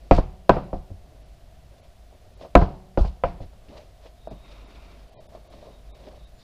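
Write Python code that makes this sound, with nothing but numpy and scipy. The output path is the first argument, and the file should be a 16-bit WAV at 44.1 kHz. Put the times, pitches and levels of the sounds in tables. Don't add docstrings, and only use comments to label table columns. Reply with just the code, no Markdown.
import sys
import numpy as np
from scipy import signal
from scipy.fft import rfft, irfft
from scipy.io import wavfile
from scipy.ndimage import uniform_filter1d

SR = 44100
rng = np.random.default_rng(int(sys.argv[2]) if len(sys.argv) > 2 else 0)


def generate_wav(signal):
    frames = np.transpose(np.atleast_2d(signal))
    scaled = np.clip(frames, -1, 1) * 32767
    pcm = np.round(scaled).astype(np.int16)
    wavfile.write(sys.argv[1], SR, pcm)


def natural_amplitude(level_db):
    exponent = np.asarray(level_db, float) / 20
    return 10 ** exponent


N = 283544
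T = np.arange(N) / SR

# start, attack, hold and release, all in seconds.
ROLL = (4.342, 0.13, 0.44, 0.18)


def fade(t, t60):
    return (t >= 0) * np.exp(-np.log(1000) * np.maximum(t, 0) / t60)


def ring(t, hz, t60):
    return fade(t, t60) * np.sin(2 * np.pi * hz * t)


def strike(t, modes, touch):
    out = 0
    for (hz, db, t60), z in zip(modes, touch):
        out = out - natural_amplitude(db - 6.0 + 2.0 * z) * ring(t, hz * (1 + 0.012 * z), t60)
    return out


def band(x, lo_hz, hi_hz, order=2):
    sos = signal.butter(order, [lo_hz, min(hi_hz, .45 * SR)], "bandpass", fs=SR, output="sos")
    return signal.sosfilt(sos, x)


def soften(x, hz):
    return signal.sosfilt(signal.butter(2, hz, fs=SR, output="sos"), x)


def hiss(lo_hz, hi_hz, count=N):
    x = band(rng.standard_normal(count), lo_hz, hi_hz, order=3)
    return x / x.std()


def walk(rate):
    k = int(SR / rate)
    steps = np.repeat(rng.standard_normal(N // k + 1), k)
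    return 1.3 * uniform_filter1d(uniform_filter1d(steps, k), k)[:N]


def swell(s, attack, hold, release):
    rising = (T - s) / attack
    falling = (s + attack + hold + release - T) / release
    return np.clip(np.minimum(rising, falling), 0, 1)


def add(out, s, x):
    i = int(s * SR)
    out[i:i + len(x)] += x[:len(out) - i]


def town():
    # frequency in Hz, level in dB per Hz.
    spectrum = [(20, -4.5), (60, -5), (150, -16), (280, -26), (1300, -34.5), (2500, -39), (6000, -43.5),
                (15000, -49.5)]
    # frequency in Hz, width in octaves, lift in dB.
    peaks = [(50.7, .22, 10.5), (674, 0.23, 13), (3800, 0.71, 3.5)]
    rows = np.array(spectrum)
    hz = np.arange(N // 2 + 1) * SR / N + 1
    db = np.interp(np.log(hz), np.log(rows[:, 0]), rows[:, 1])
    for peak_hz, width, peak_db in peaks:
        db = db + peak_db * np.exp(-(np.log2(hz / peak_hz) / width) ** 2)
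    lines = rfft(rng.standard_normal(N)) * natural_amplitude(db) * (hz < 15300)
    rumble = 0
    edges = [0, 40, 70, 130, 300, 1000, SR]
    for lo, hi in zip(edges, edges[1:]):
        swelling = natural_amplitude(1.1 * walk(5.8) * min(1, 300 / hi))
        rumble = rumble + swelling * irfft(lines * (hz >= lo) * (hz < hi), N)
    drone_hz = 51 + 2.8 * walk(4.5)
    drone = natural_amplitude(-55.5 + 2.5 * walk(5.5)) * np.sin(2 * np.pi * np.cumsum(drone_hz) / SR)
    return rumble * natural_amplitude(-48) / rumble.std() + drone


def wildlife():
    # start in seconds, length in seconds, level in dB.
    phrases = [(4.16, .3, -70.5), (4.465, 0.093, -66.5), (4.6, 0.32, -74), (5.48, .28, -75),
               (5.874, 0.088, -70.5), (5.98, .1, -79), (6.167, 0.087, -67.5), (6.39, .1, -68)]
    # start, attack, hold and release, all in seconds.
    chirp_shape = (6.335, .05, .1, .05)
    hz = 3735 + 10 * walk(3) + 45 * walk(150)
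    note = natural_amplitude(3.0 * walk(40)) * np.sin(2 * np.pi * np.cumsum(hz) / SR)
    haze = natural_amplitude(-7) * hiss(3430, 3900)
    attack_s, release_s = 0.026, 0.099
    song = sum(natural_amplitude(db) * swell(s, attack_s, length - attack_s, release_s) for s, length, db in phrases)
    late = np.clip((T - 6.375) / .02, 0, 1)
    chirp = hiss(7050, 7110) + natural_amplitude(9) * late * hiss(3600, 5200)
    return natural_amplitude(2.5) * song * (note + haze) + natural_amplitude(-72) * swell(*chirp_shape) * chirp


def rubbing():
    roll_db = (-61, -66, -51, -61)
    # peak time in seconds, length in seconds, level in dB,
    # hiss share in dB, bass share in dB.
    scuffs = [(0.066, 0.055, -56, -13, 3), (1.147, 0.37, -58.5, -25.5, 6), (1.727, 0.094, -56.5, -18, -12),
              (1.783, 0.049, -66, -2, -5.5), (1.85, 0.087, -57.5, -12.5, 0), (2.13, 0.056, -60, -26.5, 5),
              (2.262, 0.09, -58.5, -17.5, -19.5), (2.427, 0.0635, -41.5, -13.5, -2),
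              (2.458, 0.044, -37.5, -34, -13), (3.432, 0.085, -50, -10, 12),
              (3.709, 0.074, -51.5, -17, 9.5), (3.776, 0.14, -42, -15.5, -8.5),
              (4.058, 0.0824, -45, -11.5, -26), (4.323, .1, -42.5, -20, -2.5), (4.525, 0.05, -67, 8, 1),
              (5.191, 0.2, -52.5, -11, -12), (5.356, 0.098, -45, -16.5, -9.5),
              (5.533, 0.13, -50.5, -11.5, -13.5), (5.664, 0.21, -44, -18, 0), (6.0, 0.3, -55.5, -9.5, 4),
              (6.078, 0.083, -43, -22, 0), (6.163, 0.208, -54, -19, -8), (6.42, 0.153, -66, -4.5, -6.5)]
    fidget_db = (-66, -79, -68, -82.5)
    fidget, roll = 2.5 * walk(8.8), swell(*ROLL)
    gains = np.array([natural_amplitude(still + fidget) + natural_amplitude(turning) * roll for still, turning in zip(fidget_db, roll_db)])
    rise_share, fade_db = 0.5, 31.5
    for s, length, db, hiss_db, bass_db in scuffs:
        away = np.maximum((s - T) / rise_share, (T - s) / (1 - rise_share)) / length
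        scrape_db = -5.5 + 0.4 * hiss_db
        shares = natural_amplitude(np.array([[0], [hiss_db], [bass_db], [scrape_db]]))
        gains = gains + shares * natural_amplitude(db - fade_db * away / 2)
    return gains


def handling():
    # start in seconds, peak in dB, treble in dB, bass in dB.
    knocks = [(2.127, -40.5, -45, -11.5), (2.149, -46, -20.5, -10), (2.412, -31.5, -15.5, -12),
              (2.45, -29.5, -29, -23.5), (3.425, -39.5, -17, -3), (3.684, -50.5, -3.5, -6),
              (4.273, -23, -37.5, -16.5), (4.312, -29.5, -26, -1.5), (4.339, -48.5, -12.5, -3),
              (4.505, -50, -6, -20), (4.537, -52, 2, -21.5), (4.757, -50, 0, -23), (5.35, -27.5, -28, -26),
              (5.507, -38.5, -24, -16), (5.538, -35, -24, -9), (5.627, -33.5, -30, -24),
              (5.781, -46, -16.5, -3), (5.887, -56, -11, -18), (6.073, -32, -21, -36),
              (6.178, -44, -25, -15)]
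    # centre in Hz, half-width in Hz, level in dB.
    squeaks = [(2250, 260, -71), (2570, 250, -69), (1350, 119, -68.5)]
    out, t = np.zeros(N), T[:SR // 4]
    for s, db, treble_db, bass_db in knocks:
        thud = soften(ring(t, 640, 0.037), 1400) + natural_amplitude(-19.5) * hiss(230, 840, count=len(t)) * fade(t, 0.16)
        tick = hiss(1100, 4000, count=len(t)) * fade(t, 0.05)
        boom = hiss(100, 300, count=len(t)) * fade(t, 0.15)
        add(out, s, natural_amplitude(db - 2.5) * (thud + natural_amplitude(treble_db - 3) * tick + natural_amplitude(bass_db - 1.5) * boom))
    squeak = sum(natural_amplitude(db + 2.5 * walk(60)) * hiss(hz - width, hz + width) for hz, width, db in squeaks)
    out += swell(*ROLL) * squeak
    body = natural_amplitude(-7.5) * (hiss(540, 638) + natural_amplitude(1) * hiss(344, 730))
    layers = body, hiss(1400, 4920), natural_amplitude(-8.5) * hiss(73, 390), natural_amplitude(-2) * hiss(670, 1200)
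    for layer, gain in zip(layers, rubbing()):
        out += natural_amplitude(2.5 * walk(120)) * layer * gain
    return out


def gusts():
    # start in seconds, peak in dB, frequency in Hz, t60 in seconds, sign of the first push.
    blasts = [
        (.905, -24, 90, .15, 1),
        (2.563, -2, 51, .18, 1),
        (3.007, -2, 46, .16, -1),
        (3.052, -19, 62, .25, 1),
        (3.408, -27, 95, .15, 1),
    ]
    out, t = np.zeros(N), T[:int(.6 * SR)]
    for s, db, hz, t60, sign in blasts:
        add(out, s, sign * natural_amplitude(db) * ring(t, hz, t60) * (1 - np.exp(-t / .006)))
    return out


def grit():
    # start in seconds, rise in seconds, hold in seconds, level in dB, share of top treble in dB.
    sprays = [(0.11, 0.017, 0.037, -42, -14), (0.492, .005, 0.053, -55.5, -10), (.73, .004, .02, -63, -18),
              (2.555, 0.0052, 0.076, -51.5, -21), (2.562, 0.0078, 0.012, -46, -14.5),
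              (2.705, .01, .02, -65, -25), (2.975, 0.0021, 0.034, -48, -22), (2.984, .02, 0.014, -58, -1),
              (3.048, .003, 0.0166, -52, -18.5), (3.24, 0.0057, 0.032, -58, -18)]
    out, t = np.zeros(N), T[:int(.6 * SR)]
    for s, rise, hold, db, top_db in sprays:
        top = soften(hiss(5500, 15000, count=len(t)), 7500)
        spray = hiss(2300, 5200, count=len(t)) + natural_amplitude(top_db + 5) * top
        grain_db = 2.5 * walk(260)[:len(t)]
        shape = np.clip(t / rise, 0, 1) * np.maximum(fade(t - rise - hold, 0.26), t < rise + hold)
        add(out, s, natural_amplitude(db + grain_db - 2.5) * spray * shape)
    return out


def shop(t, tail_db):
    # frequency in Hz, early level in dB, early t60 in seconds, late level in dB, late t60 in seconds.
    reverberation = [(148.54, -24, 0.33, -31.5, 0.7), (318, -10.5, 0.066, -31, 0.45),
                     (600, -10, 0.081, -28.5, 0.49), (817, -33, 0.26, -37.5, 0.59),
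                     (1123, -18.5, 0.027, -30.5, 0.33), (2220, -34.5, .07, -47, 0.42),
                     (4000, -56, 0.054, -50, 0.46), (8030, -60.5, 0.029, -73.5, .35)]
    out = 0
    for hz, early_db, early_t60, late_db, late_t60 in reverberation:
        fall = natural_amplitude(early_db) * fade(t, early_t60) + natural_amplitude(late_db) * fade(t, late_t60)
        lift = natural_amplitude(tail_db * (hz > 1500))
        out = out + lift * fall * hiss(hz / 1.3, hz * 1.3, count=len(t))
    return out * (1 - np.exp(-t / 0.00067))


def slab(t):
    # frequency in Hz, level in dB, t60 in seconds.
    floor_modes = [(24.4, 3.5, 0.25), (39.9, -7.5, 0.518), (74.4, -5, 0.39), (129.6, -14, .15)]
    dip = -natural_amplitude(1.5) * np.sin(np.pi * np.clip(t / 0.011, 0, 1)) ** 2
    return dip + sum(natural_amplitude(db) * ring(t - .005, hz, t60) for hz, db, t60 in floor_modes)


def tread_wavelet(t):
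    pulse = -np.exp(1) * (t > 0) * t / 0.0011 * np.exp(-np.abs(t) / 0.00068)
    return pulse * np.sin(2 * np.pi * 760 * t)


def slap(t, thud_db, tread_db, rim_db):
    # frequency in Hz, level in dB, t60 in seconds.
    sidewall_modes = [(202, -2.5, 0.11), (281, -4.5, .08), (338, -5.5, 0.097)]
    carcass_modes = [(544.2, -3, 0.084), (565, -8.5, 0.071), (637, 4.5, 0.04), (695.9, -3.5, 0.15)]
    rim_modes = [(978.4, -7, .05), (985, -2.5, 0.037), (1211, -1.5, 0.02), (1450, -12.5, 0.036),
                 (1566.3, -22, 0.11), (2200, -23, 0.014), (2386, -21, 0.0066), (2500, -27, 0.03)]
    # multiple of its lap rate, level in dB, t60 in seconds.
    air_modes = [(1, -40, 0.99), (2, -44, 1), (3, -46, 0.93), (4, -45.5, 0.99)]
    air_hz = 187
    touch = rng.standard_normal(len(rim_modes))
    laps = sum(natural_amplitude(7.5 - 7.6 * k) * tread_wavelet(t - k / air_hz) for k in range(4))
    body = natural_amplitude(thud_db) * strike(t, sidewall_modes, touch[4:])
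    body = body + natural_amplitude(tread_db) * strike(t, carcass_modes, touch)
    body = body + natural_amplitude(rim_db) * strike(t, rim_modes, touch[::-1])
    air = sum(natural_amplitude(db) * ring(t, k * air_hz, t60) for k, db, t60 in air_modes)
    return laps + (body + air) * (1 - np.exp(-t / .002))


def crack(t, db, hz):
    noise = hiss(1400, 5000, count=len(t)) + natural_amplitude(-20) * hiss(3100, 15000, count=len(t))
    snap = band(t == 0, 1250, 2700) * 14 * natural_amplitude(2.5)
    crack_db = db - 12.5 + 3.5 * np.log2(hz / 4000)
    return natural_amplitude(crack_db) * (soften(noise * fade(t, .005), 1.2 * hz) - soften(snap, 1.6 * hz))


def tyre():
    # start in seconds, slap in dB, contact brightness in Hz, slab in dB, rim ring in dB.
    landings = [
        (0.1113, -1.5, 2480, -8.5, -9),
        (.4943, 1.5, 4000, -19, 4),
        (0.73, -23.5, 1060, -25.5, -17.5),
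        (0.903, -39.5, 494, -39, -2),
        (2.5528, 4.5, 4000, -11.5, 2),
        (2.9744, -16.5, 2226, -16.5, -7),
        (3.2374, -11.5, 2310, -24.5, 5),
        (3.404, -35.5, 710, -33, -3.5),
    ]
    # lag in seconds, front in dB, scatter in dB, boom in dB.
    wall_returns = [(.073, -9, -20, -9.5), (.0765, -17.5, -21.5, -28), (0.036, -32.5, -51, -39),
                    (0.16, -62, -60.5, -52), (.067, -29, -17.5, -8.5), (.074, -30, -30, -22.5),
                    (0.027, -38, -43.5, -37), (0.13, -60, -55.5, -45.5)]
    # sidewall thud, tread ring, reverberation, grit-band tail, all in dB.
    shares = [(3.5, -1.5, -0.5, 9.5), (-9.5, -8, -1, 4.5), (4, 3.5, 5.5, 10.5), (10.5, -1, 3.5, 0),
              (-4.5, -2.5, -1.5, 0.5), (6.5, 4.5, 6.5, -2), (-7.5, 2.5, 0.5, 11.5), (5, 2, -1.5, 0)]
    out, t = np.zeros(N), T[:int(.6 * SR)]
    near = t[:SR // 4]
    for (s, db, hz, slab_db, rim_db), wall, share in zip(landings, wall_returns, shares):
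        lag, front_db, scatter_db, boom_db = wall
        thud_db, tread_db, room_db, tail_db = share
        direct, shake = slap(t, thud_db, tread_db, rim_db), slab(t)
        blow = soften(direct + natural_amplitude(room_db) * shop(t, tail_db), hz)
        add(out, s, natural_amplitude(db) * blow + natural_amplitude(slab_db) * shake)
        squeeze_s = .0015
        squeeze = np.sin(np.pi * np.clip(near / squeeze_s, 0, 1)) ** 2
        add(out, s - squeeze_s, natural_amplitude(db - 23) * squeeze)
        add(out, s + 0.00026, crack(near, db, hz))
        front = natural_amplitude(front_db) * band(direct * fade(t, 0.13), 150, 730)
        scatter = hiss(130, 940, count=len(near)) * fade(near, .11) * (1 - np.exp(-near / 0.0015))
        add(out, s + lag, front + natural_amplitude(boom_db) * shake * fade(t, .15))
        add(out, s + lag - .006, natural_amplitude(scatter_db) * scatter)
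    return out


def scene():
    return (town() + wildlife() + handling() + gusts() + grit() + tyre())[None]


def thin_treble(x):
    # centre in seconds, length in seconds, share of lines kept, lowest frequency thinned in Hz.
    thin_moments = [(1.245, .02, .2, 1500), (1.82, .02, .15, 1500), (2.358, .02, .15, 1500),
                    (4.295, .015, .04, 1800), (4.66, .02, .15, 2500), (5.11, .015, .15, 1500),
                    (5.162, .03, .015, 1000), (5.187, .026, .02, 1000), (5.28, .012, .02, 900),
                    (5.49, .015, .1, 1200), (5.93, .025, .018, 1300), (6.26, .015, .12, 1200)]
    out = x.copy()
    for s, length, share, hz in thin_moments:
        margin = int(length * SR)
        i, n = int(s * SR) - 1024 - margin, 2048 + 2 * margin
        window = np.hanning(n)
        lines = rfft(out[i:i + n] * window)
        size = np.abs(lines)
        strength = uniform_filter1d(size, size=3) / uniform_filter1d(size, size=200) ** .4
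        treble = np.arange(len(lines)) * SR / n > hz
        weak = treble & (strength < np.quantile(strength[treble], 1 - share))
        lost = irfft(lines * weak, n)
        gate = np.clip(1 - (np.abs(T[i:i + n] - s) - length / 2) / .006, 0, 1)
        out[i:i + n] -= gate * lost / np.maximum(window, .05)
    return out


def band_limit(x):
    return signal.sosfilt(signal.butter(12, 16550, fs=SR, output="sos"), x)


def record(dry):
    # frequency in Hz, level in dB.
    whine = [(10287, -87.5)]
    x = dry[0]
    slew = 1 / (.25 * SR)
    loudness = signal.lfilter([slew], [1, slew - 1], np.abs(x))
    x = x / (1 + loudness / 0.5)
    for hz, db in whine:
        throb = 1 + 1.4 * np.sin(2 * np.pi * 24 * T + 1.5 * walk(11))
        x = x + natural_amplitude(db + 3) * np.sin(2 * np.pi * hz * T) * throb
    knee = 8
    x = x / (1 + np.abs(x / .98) ** knee) ** (1 / knee)
    return band_limit(thin_treble(x)[None])


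dry = scene()
out = record(dry)
generate_wav(out)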